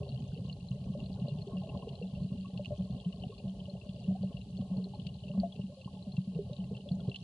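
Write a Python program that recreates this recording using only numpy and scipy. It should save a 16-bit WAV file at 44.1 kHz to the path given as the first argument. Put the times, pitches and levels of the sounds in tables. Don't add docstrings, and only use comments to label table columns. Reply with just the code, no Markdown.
import sys
import numpy as np
from scipy import signal
from scipy.fft import rfft, irfft, next_fast_len
from scipy.io import wavfile

SR = 44100
rng = np.random.default_rng(int(sys.argv[2]) if len(sys.argv) > 2 else 0)


def inscribe(sig):
    pcm = np.round(np.clip(np.atleast_2d(sig).T, -1, 1) * 32767)
    wavfile.write(sys.argv[1], SR, pcm.astype(np.int16))


N = 318843


def from_db(db):
    return 10 ** (np.asarray(db) / 20)


def rms_one(x):
    return x / np.sqrt(np.mean(x ** 2) + 1e-20)


def in_time(rows):
    s, *columns = np.transpose(rows)
    return [np.interp(np.arange(N) / SR, s, column) for column in columns]


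def at_hz(points, hz):
    point_hz, value = np.array(points)[:, 0], np.array(points)[:, 1]
    return np.interp(np.log(hz + 1), np.log(point_hz + 1), value)


def surge(corner_hz):
    r = np.exp(-2 * np.pi * corner_hz / SR)
    noise = rng.standard_normal(N + SR)
    slow = signal.lfilter([1], [1, -2 * r, r * r], noise)
    return rms_one(slow[SR:])


def pulse_spectrum(f, hz, t60, onset_q, crack_db, rise_per_s):
    size = round(SR / f[1])
    t = np.arange(min(size, SR // 2)) / SR
    decay = np.log(1000) / t60
    phase = 2 * np.pi * hz * (t + rise_per_s * t ** 2 / 2)
    ring = rfft(2 * decay / SR * np.exp(-decay * t) * np.cos(phase), size)
    bandwidth = 1j * f * hz / onset_q
    push = bandwidth / (hz ** 2 - f ** 2 + bandwidth)
    high_pass = (1j * f / (.8 * hz + 1j * f)) ** 4
    low_pass = 1 / (1 + 1j * f / (1.1 * hz + 2200)) ** 4
    return ring * push + from_db(crack_db) * high_pass * low_pass


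# frequency_hz [Hz], level_db [dB]
HOUSING_TRANSMISSION = [(25, -37), (60, -19), (120, -14.5), (230, -20.5), (330, -39.5), (450, -32),
                        (750, -35.5), (950, -51.5), (1250, -61.5), (1950, -65), (2600, -60.5), (4600, -46),
                        (5300, -57.5), (11000, -69)]
# centre_hz [Hz], width_hz [Hz], level_db [dB]
HOUSING_RESONANCES = [(135.6, 26, 5), (188, 18.2, 13), (402, 35, 10), (587, 45.5, 9.5), (671.7, 20, 6.5),
                      (841, 33, 9.5), (1080, 100, 17.5), (2742, 314, 16), (3000, 286, 11.5),
                      (3354, 180, 10), (4195, 140, 8), (5040, 820, -7), (7400, 410, 1)]
# frequency_hz [Hz], left_minus_right_db [dB]
PORT_BALANCE_CURVE = [(200, 0), (400, -.7), (590, 1.5), (850, -.3), (2000, .5), (3000, 2.2), (4300, 5.5),
                      (6000, 1.5)]
# frequency_hz [Hz], left_lead_rad [radians]
PORT_PHASE_CURVE = [(700, 0), (1030, .2), (1640, -.4), (2410, -1.5), (2670, .7), (3010, 2.0), (3360, 0),
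                    (3960, -.5), (5080, 2.2)]


def housing(size):
    f = np.arange(size // 2 + 1) * SR / size
    level_db = at_hz(HOUSING_TRANSMISSION, f)
    for hz, width, db in HOUSING_RESONANCES:
        level_db = level_db + db / (1 + (2 * (f - hz) / width) ** 2)
    cepstrum = irfft(np.log(from_db(level_db)), size)
    cepstrum[1:size // 2] *= 2
    cepstrum[size // 2 + 1:] = 0
    half = from_db(at_hz(PORT_BALANCE_CURVE, f) / 2) * np.exp(.5j * at_hz(PORT_PHASE_CURVE, f))
    return f, np.exp(rfft(cepstrum)) * np.array([half, 1 / half])


# frequency_hz [Hz], spread_db [dB re its amplitude]
PORT_SPREAD_CURVE = [(30, -18), (70, -26), (170, -38), (300, -18), (1100, -10), (3000, -2)]


def port_spread(hz):
    return from_db(at_hz(PORT_SPREAD_CURVE, hz))


def crowd(level_db, low_hz, high_hz, per_s, cycles, uneven_db, onset_q, crack_db, count, rise_per_s=0):
    size = next_fast_len(N + SR // 2)
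    f, ports = housing(size)
    mean_db = np.mean(level_db)
    born = rng.random(N) < per_s / SR
    excess = np.minimum(rng.exponential(1, N), 3.2)
    sizes = born * from_db(uneven_db * excess) * rng.choice([-1, 1], N)
    sizes = from_db(level_db - mean_db) * sizes
    tilt, dealt = rng.standard_normal(N), rng.integers(0, count, N)
    total = 0
    for k, hz in enumerate(np.geomspace(low_hz, high_hz, count)):
        side = port_spread(hz) * tilt
        clicks = sizes * (dealt == k) * np.array([1 + side, 1 - side])
        t60 = cycles / hz
        total = total + rfft(clicks, size) * pulse_spectrum(f, hz, t60, onset_q, crack_db, rise_per_s)
    heard = irfft(total * ports, size)[:, :N]
    return from_db(mean_db) * rms_one(heard)


SCATTER_S = 0.0043


def singles(events, size, scatter_db):
    f, ports = housing(size)
    lead = size // 16
    out = np.zeros((2, N + size))
    chance = rng.standard_normal((len(events), size))
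    echoes = from_db(scatter_db) * chance * np.exp(-np.arange(size) / (SCATTER_S * SR))
    echoes[:, 0] = 1
    for event, tilt, echo in zip(events, chance[:, 0], rfft(echoes)):
        s, peak_db, hz, t60, crack_db, onset_q, rise_per_s = event
        source = pulse_spectrum(f, hz, np.clip(t60, .002, .3), onset_q, crack_db, rise_per_s)
        pulse = irfft(ports * echo * source, size)
        pulse = np.roll(pulse, lead, axis=1) / np.abs(pulse).max()
        side = np.clip(port_spread(hz) * tilt / 2, -.5, .5)
        at = round(s * SR)
        out[:, at:at + size] += from_db(peak_db) * pulse * [[1 + side], [1 - side]]
    return out[:, lead:lead + N]


# frequency_hz [Hz], relative_level_db [dB per Hz]
HISS_SPECTRUM = [(300, -19), (2300, -16.5), (4000, 1.5), (6000, -5.5), (11000, -6)]
HISS_DB = -70.5


def hiss():
    white = rfft(rng.standard_normal((2, N)))
    f = np.arange(N // 2 + 1) * SR / N
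    shaped = irfft(white * from_db(at_hz(HISS_SPECTRUM, f)), N)
    return from_db(HISS_DB) * rms_one(shaped)


def far_shrimp():
    level_db = -69 + 2.1 * surge(44.0)
    return crowd(level_db, low_hz=2450, high_hz=4820, per_s=22000, cycles=1.0, uneven_db=8.0,
                 onset_q=11.0, crack_db=-26.5, count=4)


# start_s [s], level_db [dB]
NEAR_CRACKLE = [(0.0, -65), (6.83, -71.5), (7.23, -60.5)]


def near_shrimp():
    level_db = in_time(NEAR_CRACKLE)[0] + 2.8 * surge(16.0)
    return crowd(level_db, low_hz=2515, high_hz=7770, per_s=400, cycles=77.0, uneven_db=3.5,
                 onset_q=1.3, crack_db=-11, count=11)


# start_s [s], level_db [dB], pitch_hz [Hz]
SNAP_EVENTS = [(0.0303, -48, 2740), (0.0917, -44.5, 4300), (0.35, -51.5, 2700), (0.3734, -48, 2970),
               (0.496, -40.5, 2900), (0.5257, -40, 4410), (0.6858, -46.5, 4070), (1.001, -45, 2700),
               (1.0385, -46, 4070), (1.06, -46.5, 4200), (1.2231, -49.5, 2870), (1.269, -49.5, 2820),
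               (1.284, -43.5, 4230), (1.3848, -51, 2980), (1.4167, -47.5, 4300), (1.569, -47, 2750),
               (1.6914, -46.5, 2770), (1.82, -49, 3000), (1.8905, -43, 2940), (1.954, -44, 4020),
               (2.0243, -46.5, 2700), (2.149, -54, 2740), (2.2314, -50, 4370), (2.4553, -49.5, 2700),
               (2.575, -39.5, 2870), (2.647, -40, 2680), (2.657, -33, 2830), (2.905, -53, 4290),
               (3.0004, -45.5, 3260), (3.0455, -48.5, 3060), (3.1253, -45.5, 2900), (3.2201, -49, 3030),
               (3.2347, -40, 2960), (3.3016, -51.5, 2680), (3.479, -52, 3000), (3.6012, -45.5, 3120),
               (3.655, -47, 2900), (3.696, -49.5, 4200), (3.813, -48.5, 2680), (3.8921, -45, 3380),
               (4.2278, -48, 4350), (4.2697, -54.5, 2770), (4.3276, -53, 3050), (4.369, -43.5, 2830),
               (4.6106, -49, 3040), (4.7701, -50, 4320), (4.8414, -42.5, 4230), (4.9476, -47.5, 4270),
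               (4.9972, -46.5, 3050), (5.0675, -37.5, 3080), (5.089, -47, 2910), (5.1407, -51, 4050),
               (5.1886, -55, 2960), (5.236, -49, 3000), (5.28, -51, 2730), (5.3144, -46.5, 2900),
               (5.3988, -37, 4480), (5.523, -45.5, 3430), (5.5617, -49.5, 2690), (5.614, -48.5, 2830),
               (5.813, -47.5, 2700), (5.845, -47, 2960), (6.0257, -49.5, 4020), (6.1195, -47.5, 4260),
               (6.1668, -44.5, 2720), (6.347, -51, 2700), (6.532, -42, 3900), (6.5655, -46.5, 3970),
               (6.6016, -49, 3000), (6.6395, -52, 2770), (6.748, -46.5, 2770), (6.7667, -43.5, 3000),
               (6.806, -48.5, 2920), (6.8882, -41, 3500), (6.9174, -45.5, 4400), (7.0038, -49.5, 3200),
               (7.0954, -43, 4040), (7.1155, -40, 2760), (7.1432, -36.5, 2830), (7.159, -32, 3120)]
SNAP_CYCLES, SNAP_ONSET_Q = 46, 2.2
SNAP_CRACK_DB, SNAP_CRACK_SPREAD_DB = -8.5, 8.5


def standout_snaps():
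    cracks_db = SNAP_CRACK_DB + SNAP_CRACK_SPREAD_DB * rng.standard_normal(len(SNAP_EVENTS))
    events = []
    for (s, db, hz), crack_db in zip(SNAP_EVENTS, cracks_db):
        events.append((s, db, hz, SNAP_CYCLES / hz, crack_db, SNAP_ONSET_Q, 0))
    return singles(events, size=4096, scatter_db=-11.0)


# start_s [s], large_level_db [dB], small_level_db [dB]
AIR_FLOW = [(0.0, -39.5, -48), (0.3, -39.5, -59), (1.9, -42, -51.5), (2.2, -41.5, -59.5),
            (3.7, -42.5, -55.5), (4.0, -44, -57), (4.5, -42.5, -61), (4.77, -41.5, -53.5), (5.03, -45, -62),
            (5.35, -40.5, -57.5), (5.8, -49, -61), (6.5, -44, -58.5), (7.23, -44.5, -58)]


def bubble_crowd():
    swing = surge(11.0)
    large_db, small_db = in_time(AIR_FLOW)
    large_db = large_db + 3.0 * swing
    small_db = small_db + 2.2 * swing
    tiny_db = small_db - 35
    large = crowd(large_db, low_hz=29.2, high_hz=292.2, per_s=160, cycles=4.73, uneven_db=0.5,
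                  onset_q=0.86, crack_db=-18.5, count=10)
    small = crowd(small_db, low_hz=336.2, high_hz=1218.0, per_s=900, cycles=29.7, uneven_db=5.5,
                  onset_q=4.5, crack_db=-41.0, count=16, rise_per_s=2.3)
    tiny = crowd(tiny_db, low_hz=1300, high_hz=2250, per_s=22, cycles=30.0, uneven_db=3.0,
                 onset_q=5.0, crack_db=-50, count=8)
    return large + small + tiny


# start_s [s], level_db [dB], pitch_hz [Hz], ring_t60_s [s]
BUBBLE_EVENTS = [(0.127, -31.5, 128, 0.17), (0.319, -56.5, 1480, 0.016), (0.328, -31, 157.5, 0.1),
                 (0.413, -30.5, 169, 0.02), (0.708, -26, 131, 0.037), (0.755, -34, 174, 0.044),
                 (0.757, -71, 2020, 0.052), (0.897, -28.5, 197, 0.032), (0.95, -35.5, 580, 0.041),
                 (1.095, -32.5, 228, 0.044), (1.097, -45, 407, 0.031), (1.173, -62, 1440, 0.05),
                 (1.217, -26, 161, 0.024), (1.241, -28, 172, 0.1), (1.262, -34.5, 178, 0.1),
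                 (1.28, -36, 540, 0.0084), (1.313, -29.5, 146.7, 0.17), (1.469, -38, 379, 0.038),
                 (1.52, -54, 1080, 0.063), (1.563, -35.5, 191, 0.08), (1.634, -43, 646, 0.42),
                 (1.75, -42, 1030, 0.019), (1.825, -47.5, 1010, 0.04), (1.871, -36, 437, 0.072),
                 (1.901, -34.5, 138, 0.11), (2.014, -36.5, 484, 0.042), (2.024, -32, 183.2, 0.15),
                 (2.125, -32, 130, 0.02), (2.219, -28.5, 155, 0.026), (2.244, -27.5, 170, 0.033),
                 (2.374, -35.5, 189.6, 0.41), (2.446, -51.5, 1122, 0.13), (2.594, -34, 587, 0.033),
                 (2.706, -33.5, 587, 0.021), (2.718, -35, 600, 0.06), (2.792, -30, 179, 0.12),
                 (2.806, -43.5, 550, 0.035), (2.96, -34, 203, 0.026), (3.06, -25.5, 173, 0.13),
                 (3.237, -42.5, 732, 0.056), (3.265, -27, 122, 0.006), (3.322, -54.5, 1110, 0.034),
                 (3.435, -33.5, 191, 0.38), (3.68, -43, 586, 0.047), (3.75, -43, 554, 0.04),
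                 (3.887, -37, 206, 0.039), (4.06, -40.5, 196, 0.081), (4.08, -21.5, 188, 0.052),
                 (4.181, -73, 1550, 0.039), (4.186, -36, 190, 0.055), (4.205, -30, 192, 0.2),
                 (4.233, -38, 587, 0.0079), (4.343, -30, 128, 0.033), (4.533, -35, 185.5, 0.12),
                 (4.601, -27, 201, 0.035), (4.618, -45.5, 580, 0.033), (4.711, -27.5, 183, 0.06),
                 (4.743, -46, 550, 0.096), (4.765, -31.5, 188, 0.42), (4.857, -42.5, 415, 0.038),
                 (4.936, -43.5, 850, 0.026), (5.055, -33.5, 177, 0.11), (5.236, -47.5, 607, 0.072),
                 (5.295, -44, 585, 0.047), (5.302, -29.5, 182.5, 0.066), (5.338, -52.5, 1116, 0.04),
                 (5.343, -29, 184.4, 0.1), (5.348, -46.5, 652, 0.072), (5.376, -24.5, 203.2, 0.24),
                 (5.432, -28, 686, 0.12), (5.594, -26.5, 182, 0.0083), (5.636, -31.5, 206, 0.07),
                 (5.768, -47.5, 532, 0.38), (5.858, -31, 187, 0.0094), (5.876, -44.5, 1012, 0.022),
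                 (5.965, -54.5, 855, 0.078), (6.072, -32, 188, 0.055), (6.179, -21, 160, 0.044),
                 (6.274, -29.5, 188, 0.049), (6.35, -28.5, 164.8, 0.36), (6.389, -29, 406, 0.035),
                 (6.586, -30.5, 189, 0.095), (6.64, -65, 2050, 0.049), (6.708, -35, 198.5, 0.34),
                 (6.912, -23.5, 163, 0.11), (6.998, -61, 1400, 0.052), (7.08, -27.5, 162, 0.01),
                 (7.086, -32, 375, 0.017)]
# start_s [s], level_db [dB], start_pitch_hz [Hz], ring_t60_s [s]
GURGLE_EVENTS = [(0.363, -45, 439, 0.11), (3.293, -43, 409, .1), (4.151, -41, 710, 0.087),
                 (5.694, -50, 514, 0.3), (6.357, -43.5, 441, 0.28), (6.496, -40, 494, 0.098),
                 (6.711, -38.5, 429, 0.11), (6.856, -45.5, 530, .15)]
GURGLE_RISE_PER_S = 7.3
LARGE_BELOW_HZ = 300
LARGE_ONSET = (-25, 0.42)
SMALL_ONSET = (-44.5, 3.0)


def standout_bubbles():
    events = []
    for s, db, hz, t60 in BUBBLE_EVENTS:
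        onset = LARGE_ONSET if hz < LARGE_BELOW_HZ else SMALL_ONSET
        events.append((s, db, hz, t60, *onset, 0))
    for row in GURGLE_EVENTS:
        events.append((*row, *SMALL_ONSET, GURGLE_RISE_PER_S))
    return singles(events, size=16384, scatter_db=-26.0)


def scene():
    shrimp = far_shrimp() + near_shrimp() + standout_snaps()
    bubbles = bubble_crowd() + standout_bubbles()
    return hiss() + shrimp + bubbles


OVERLOAD, CUTOFF_HZ = .088, 11050


def record(dry):
    flattened = np.clip(dry, -OVERLOAD, OVERLOAD)
    low_pass = signal.cheby2(20, 50, CUTOFF_HZ, fs=SR, output="sos")
    return signal.sosfilt(low_pass, flattened)


dry = scene()
out = record(dry)
inscribe(out)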